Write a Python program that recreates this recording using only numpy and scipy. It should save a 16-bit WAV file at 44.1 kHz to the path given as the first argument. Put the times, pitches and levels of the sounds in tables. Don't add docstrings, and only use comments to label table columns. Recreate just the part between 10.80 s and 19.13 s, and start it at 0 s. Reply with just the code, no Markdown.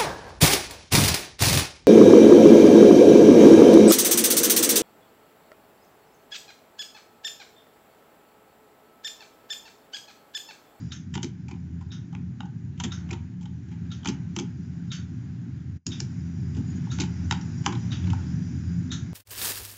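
import sys
import numpy as np
from scipy import signal
from scipy.fft import rfft, irfft, next_fast_len
from scipy.io import wavfile
from scipy.ndimage import uniform_filter1d

SR = 44100
rng = np.random.default_rng(int(sys.argv[2]) if len(sys.argv) > 2 else 0)


def attenuation_scalar(level_db):
    decades = np.asarray(level_db, float) / 20
    return 10 ** decades


def store_wav(level_fs):
    pcm = np.round(np.clip(np.atleast_2d(level_fs), -1, 1) * 32767)
    wavfile.write(sys.argv[1], SR, pcm.T.astype(np.int16))


N = 367441

# t/s, click peak/dB, knock re click/dB, clack re click/dB, rattle t60/s
KEY_CONTACTS = [(0.3387, -33, -16, -0.5, .051), (0.352, -30, -6.5, 0.5, 0.021), (0.3755, -40, 2, 9, 0.013),
                (0.4287, -23.5, -25, -4, 0.036), (0.4436, -29.5, -18.5, -3, 0.0067),
                (0.6819, -44, -3, -12, 0.059), (0.7105, -42.5, -5, -4, 0.031), (0.7375, -65, 10, 10, 0.024),
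                (0.7562, -60.5, 2, 0, .03), (1.0086, -56, 6.5, 0, .037), (1.0228, -56, 4, -4, 0.017),
                (1.3254, -55, 8, 1.5, 0.04), (1.3499, -44, 3.5, 7.5, 0.0058),
                (1.6051, -41.5, 6.5, 8, 0.0051), (1.63, -58, 13.5, 0, 0.01), (1.654, -53, 6, -8, 0.028),
                (1.9748, -55, -12, 7, 0.036), (1.9991, -27.5, -9.5, 0, 0.034),
                (2.0364, -22.5, -24, -4, 0.055), (2.0487, -37, -13, 3, .025), (2.288, -53, 2, 6, 0.041),
                (2.3095, -30.5, -13, -9, 0.017), (2.3284, -35.5, -6.5, 1, 0.037),
                (2.6075, -53.5, -4, 2, 0.076), (2.6266, -48, -13, -6, 0.045), (2.6552, -46.5, -3, 4, .02),
                (2.8847, -57, -9, -4, 0.033), (2.912, -54.5, -2.5, 3, 0.11), (3.2315, -58, 2, 15.5, 0.018),
                (3.2465, -32.5, -10, -3, 0.015), (3.2557, -27, -4.5, 1.5, .032),
                (3.2725, -23.5, -31.5, 0, 0.024), (3.2856, -23, -21, -7, .05),
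                (3.563, -23.5, -13, -2.5, 0.016), (3.587, -24, -14.5, -2, 0.02),
                (3.596, -26.5, -21, -11.5, .02), (5.0655, -16.5, -46, -19.5, .022),
                (5.2023, -16.5, -32, -22, 0.013), (5.7457, -50, -10, 3, 0.056), (5.765, -45.5, -11, 0, 0.1),
                (6.0678, -62.5, 16.5, 7, 0.014), (6.1855, -31.5, -5.5, -2, .014),
                (6.1993, -22, -30, -4, 0.016), (6.2046, -20, -23.5, -4.5, 0.028),
                (6.2149, -25, -18, -6.5, 0.044), (6.235, -32, -10, -4, 0.018),
                (6.5101, -16.5, -9.5, 1, 0.0085), (6.5227, -24, -4, -0.5, 0.01),
                (6.6098, -39.5, -28, -7, 0.038), (6.838, -45, -5.5, -1, .036),
                (6.8615, -11.5, -10, -5, 0.013), (6.9228, -33, -5, -2, 0.036), (6.9506, -42, -9, 6, 0.017),
                (7.24, -56.5, -10, 15.5, 0.031), (7.2685, -43, -4, 1, 0.036),
                (7.301, -36, -11.5, 1.5, 0.021), (7.331, -36, 4, -4, 0.013)]
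# t/s, peak level/dB
DESK_PUSHES = [(0.353, -32), (0.432, -29.5), (0.7073, -38.5), (2.0376, -30), (2.3105, -35), (3.247, -34),
               (3.2732, -25.5), (3.564, -32), (3.599, -31), (5.0642, -34), (5.2032, -38), (5.7648, -30.5),
               (6.189, -27), (6.5075, -33.5), (6.865, -28), (6.9228, -33), (7.29, -36.5)]
# t/s, peak level/dB
WIRE_STROKES = [(0.6817, -42.5), (0.7097, -42), (2.306, -32.5), (2.3316, -47)]
# f/Hz, width/Hz, relative level/dB
CLICK_MODES = [(4900, 1700, -2.5), (5760, 330, 1), (5920, 860, 2.5), (7710, 1100, -1.5)]
CLACK_MODES = [(1930, 700, -10.5), (2230, 340, -3), (3100, 460, -1.5), (3870, 220, -5)]
KNOCK_MODES = [(777, 78, 0.5), (889, 127, 6.5)]
PLATE_MODES = [(1454, 130, 0)]
DESK_MODES = [(200, 24, 0.5), (269.6, 18.4, -0.5), (342, 29, -1.5)]
WIRE_MODES = [(2420, 130, 0)]
GEAR_PLATE_MODES = [(1350, 58, -7), (3706, 130, 3.5)]
HOUSING_MODES = [(1450, 270, -3), (3140, 790, -2), (3740, 250, 3.5), (4530, 93, -1), (5230, 600, -1),
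                 (6350, 640, 2), (7230, 1700, -17.5)]
# t/s, ping peak/dB, shiver peak/dB
CLOCK_TICKS = [(0.1182, -28.5, -34.5), (1.1154, -39, -37.5), (2.1175, -28.5, -33), (3.1142, -36, -38),
               (4.1148, -29, -29.5), (5.116, -35.5, -33), (6.1122, -37, -32), (7.116, -32.5, -31.5),
               (8.1148, -30.5, -26.5)]
# t/s, peak level/dB, f/Hz
SQUEAK_EVENTS = [(5.868, -47.5, 6800), (5.896, -50, 6800), (5.9534, -48, 6730), (6.44, -51, 6050),
                 (6.608, -45, 5660), (6.772, -46.5, 5670)]
# t/s, f/Hz, level/dB
GROWL_PATH = [(6.8, 120.8, -65.5), (6.97, 120.1, -25.5), (7.06, 116.6, -36), (7.14, 113.8, -23.5),
              (7.2, 100.1, -40), (7.28, 94.2, -19), (7.38, 92.3, -32.5), (7.5, 92, -62)]
# f/Hz, relative level/dB
RUMBLE_SPECTRUM = [(15, -61.5), (30, -22), (55, -39), (68, -32.5), (78, -9.5), (100, 1.5), (125, 3.5),
                   (150, 0.5), (200, -5.5), (256, -7), (300, -14.5), (387, -23.5), (448, -37), (600, -52.5),
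                   (1300, -120)]
# f/Hz, half-width/Hz, rms at mean rumble level/dB
HUM_TONES = [(84, 3.5, -41.5), (173.9, 7.7, -39.5), (246.4, 7.5, -53)]
# f/Hz, relative level/dB
HISS_SPECTRUM = [(290, -53.5), (500, -8.5), (788, -2), (856, -3.5), (1160, -7), (1550, 0), (2050, -5),
                 (3160, -11.5), (4390, -14), (4990, -20.5), (6840, -11.5), (8150, -39), (10600, -65.5),
                 (17900, -120)]
# f/Hz, relative level/dB
HIGH_HISS_SPECTRUM = [(2350, -25.5), (4000, -9), (4170, -23), (4840, 9), (5400, 4), (5890, 8.5),
                      (6420, -3.5), (6960, 8), (7110, 2), (8150, -28), (10600, -65), (17900, -120)]
# t/s, rumble level/dB, hiss level/dB
BACKGROUND_LEVELS = [(0, -35.5, -60), (0.2, -38.5, -66), (1.9, -37.5, -65.5), (2.2, -37, -58),
                     (2.65, -38.5, -66.5), (3.3, -35.5, -59.5), (3.8, -36, -63.5), (4.2, -36.5, -61),
                     (5.0, -36.5, -64.5), (5.05, -35.5, -59.5), (5.6, -34, -60.5), (6, -31, -56),
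                     (6.9, -32.5, -56), (7.3, -29.5, -52), (7.65, -30.5, -57.5), (8.33, -34, -58)]
# t/s, level/dB
HIGH_HISS_LEVEL = [(0, -62.5), (0.25, -74), (2.2, -78), (3.8, -70), (5.0, -74), (5.05, -60.5), (5.5, -65),
                   (6.9, -57.5), (8.33, -63)]
# f/Hz, t60/s
ROOM_DECAY = [(300, 0.31), (1500, 0.33), (4000, 0.18), (8000, 0.17)]
# f/Hz, gain/dB
MICROPHONE_RESPONSE = [(50, -4.5), (80, 6), (400, 5), (550, -4), (750, 4.5), (7300, -2), (7900, -17.5),
                       (8400, -50), (9000, -72)]
# t/s, gain/dB
DROPOUT_GAIN = [(4.972, 0.5), (4.985, -19), (5.008, -28), (5.0595, -38), (5.0605, -16), (5.066, 0.5)]


def keys():
    track = np.zeros(N)
    for s, click_db, knock_db, clack_db, rattle_s in KEY_CONTACTS:
        force = burst(rise_s=0.0009 * attenuation_scalar(-0.3 * (click_db + 18.5)), t60_s=rattle_s)
        cap = ring(force, CLICK_MODES, click_db) + ring(force, CLACK_MODES, click_db + clack_db)

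        case_force = burst(rise_s=0.0059, t60_s=1.4 * rattle_s)
        knock = ring(case_force, KNOCK_MODES, click_db + knock_db)
        knock += ring(force, PLATE_MODES, click_db + knock_db + 0.33 * (click_db + 19))

        slide_force = burst(rise_s=0.0012, t60_s=0.043)
        slide = ring(slide_force, CLICK_MODES + CLACK_MODES, click_db - 22.0)
        slide = slide[:SR // 30][::-1]

        add(track, s - len(slide) / SR, slide)
        add(track, s, room(cap, wet_db=-9.0))
        add(track, s, room(knock, wet_db=-8.5))
    for s, peak_db in DESK_PUSHES:
        push = uniform_filter1d(burst(rise_s=0.0081, t60_s=0.15), size=48)
        add(track, s, ring(push, DESK_MODES, peak_db))
    for s, peak_db in WIRE_STROKES:
        wire = ring(burst(rise_s=0.0011, t60_s=0.029), WIRE_MODES, peak_db)
        add(track, s, room(wire, wet_db=-9))
    return track


def clock():
    slip_lead_s, slip_re_shiver_db = 0.012, -10.5
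    track = np.zeros(N)
    for s, ping_db, shiver_db in CLOCK_TICKS:
        slip = ring(burst(rise_s=0.0025, t60_s=0.055), GEAR_PLATE_MODES, 0)
        slip = ring(slip, GEAR_PLATE_MODES, shiver_db + slip_re_shiver_db)
        add(track, s - slip_lead_s, slip)

        ping = ring(burst(rise_s=0.0017, t60_s=0.038), GEAR_PLATE_MODES, ping_db)
        shiver = ring(burst(rise_s=0.0027, t60_s=0.26), HOUSING_MODES, shiver_db)
        add(track, s, room(ping + shiver, wet_db=-8.0))
    return track


def squeaks():
    track = np.zeros(N)
    for s, peak_db, hz in SQUEAK_EVENTS:
        mode = [(hz, 300, 0)]
        once = ring(burst(rise_s=0.008, t60_s=0.09), mode, 0)
        add(track, s, ring(once, mode, peak_db))
    return track


def growl():
    hz, level_db = curves(GROWL_PATH)
    flutter = unit(filtered(rng.standard_normal(N), lambda f: 1 / (1 + (f / 9) ** 4)))
    phase = 2 * np.pi * np.cumsum(hz * (1 + 0.015 * flutter)) / SR
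    return attenuation_scalar(level_db) * np.sin(phase)


def background():
    rumble_db, hiss_db = curves(BACKGROUND_LEVELS)
    high_db, = curves(HIGH_HISS_LEVEL)
    tones = np.zeros(N)
    for hz, half_width_hz, level_db in HUM_TONES:
        tone = filtered(rng.standard_normal(N), lambda f: 1 / (1 + ((f - hz) / half_width_hz) ** 2))
        tones += attenuation_scalar(level_db) * unit(tone)
    tones *= attenuation_scalar(0.72 * (rumble_db - rumble_db.mean()))
    rumble = attenuation_scalar(rumble_db) * rush(RUMBLE_SPECTRUM, patchy_db=1.02)
    hiss = attenuation_scalar(hiss_db) * rush(HISS_SPECTRUM, patchy_db=0.9)
    high_hiss = attenuation_scalar(high_db) * rush(HIGH_HISS_SPECTRUM, patchy_db=2.2)
    return rumble + tones + hiss + high_hiss


def burst(rise_s, t60_s):
    t = np.arange(6144) / SR
    envelope = (1 - np.exp(-t / abs(rise_s))) * attenuation_scalar(-60 * t / abs(t60_s))
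    return envelope * rng.standard_normal(len(t))


def ring(force, resonances, peak_db):
    f = np.fft.rfftfreq(2 * len(force), 1 / SR)
    body = 0
    for k, (hz, width_hz, level_db) in enumerate(resonances):
        gain = attenuation_scalar(level_db + 2.5 * rng.standard_normal())
        damping = 1j * f * width_hz
        body = body + (-1) ** k * gain * damping / (hz * hz - f * f + damping)
    sound = irfft(rfft(force, 2 * len(force)) * body)[:len(force)]
    return attenuation_scalar(peak_db) * sound / np.abs(sound).max()


def room(sound, wet_db):
    hz, t, z = signal.stft(rng.standard_normal(SR // 3), SR, nperseg=256)
    decay = attenuation_scalar(-60 * t / along(ROOM_DECAY, hz)[:, None])
    tail = signal.istft(z * decay, SR, nperseg=256)[1]
    tail = tail / np.linalg.norm(tail)
    out = attenuation_scalar(wet_db) * signal.fftconvolve(np.pad(sound, (200, 0)), tail)
    out[:len(sound)] += sound
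    return out


def rush(spectrum, patchy_db):
    z = signal.stft(rng.standard_normal(N + 512), nperseg=512)[2]
    field = uniform_filter1d(rng.standard_normal(z.shape), size=5, axis=0)
    field = uniform_filter1d(field, size=12, axis=1)
    patchy = signal.istft(z * attenuation_scalar(patchy_db * unit(field)), nperseg=512)[1][:N]
    return unit(filtered(patchy, lambda hz: attenuation_scalar(along(spectrum, hz))))


def filtered(x, response):
    m = next_fast_len(N + 8192)
    return irfft(rfft(x, m) * response(np.fft.rfftfreq(m, 1 / SR)), m)[:N]


def along(points, hz):
    f, v = np.transpose(points)
    return np.interp(np.log(hz + 1), np.log(f + 1), v)


def curves(rows):
    s, *cols = np.transpose(rows)
    return [np.interp(np.arange(N) / SR, s, c) for c in cols]


def unit(x):
    return x / np.sqrt(np.mean(x ** 2) + 1e-20)


def add(track, s, sound):
    part = track[round(s * SR):][:len(sound)]
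    part += sound[:len(part)]


def scene():
    contacts = keys() + clock() + squeaks()
    picked_up = filtered(contacts, lambda hz: attenuation_scalar(along(MICROPHONE_RESPONSE, hz)))
    return (picked_up + background() + growl())[None]


def roll_off(x):
    return signal.sosfilt(signal.butter(12, 8300, fs=SR, output="sos"), x)


def record(dry):
    gain_db, = curves(DROPOUT_GAIN)
    return roll_off(dry * attenuation_scalar(gain_db))


dry = scene()
out = record(dry)
store_wav(out)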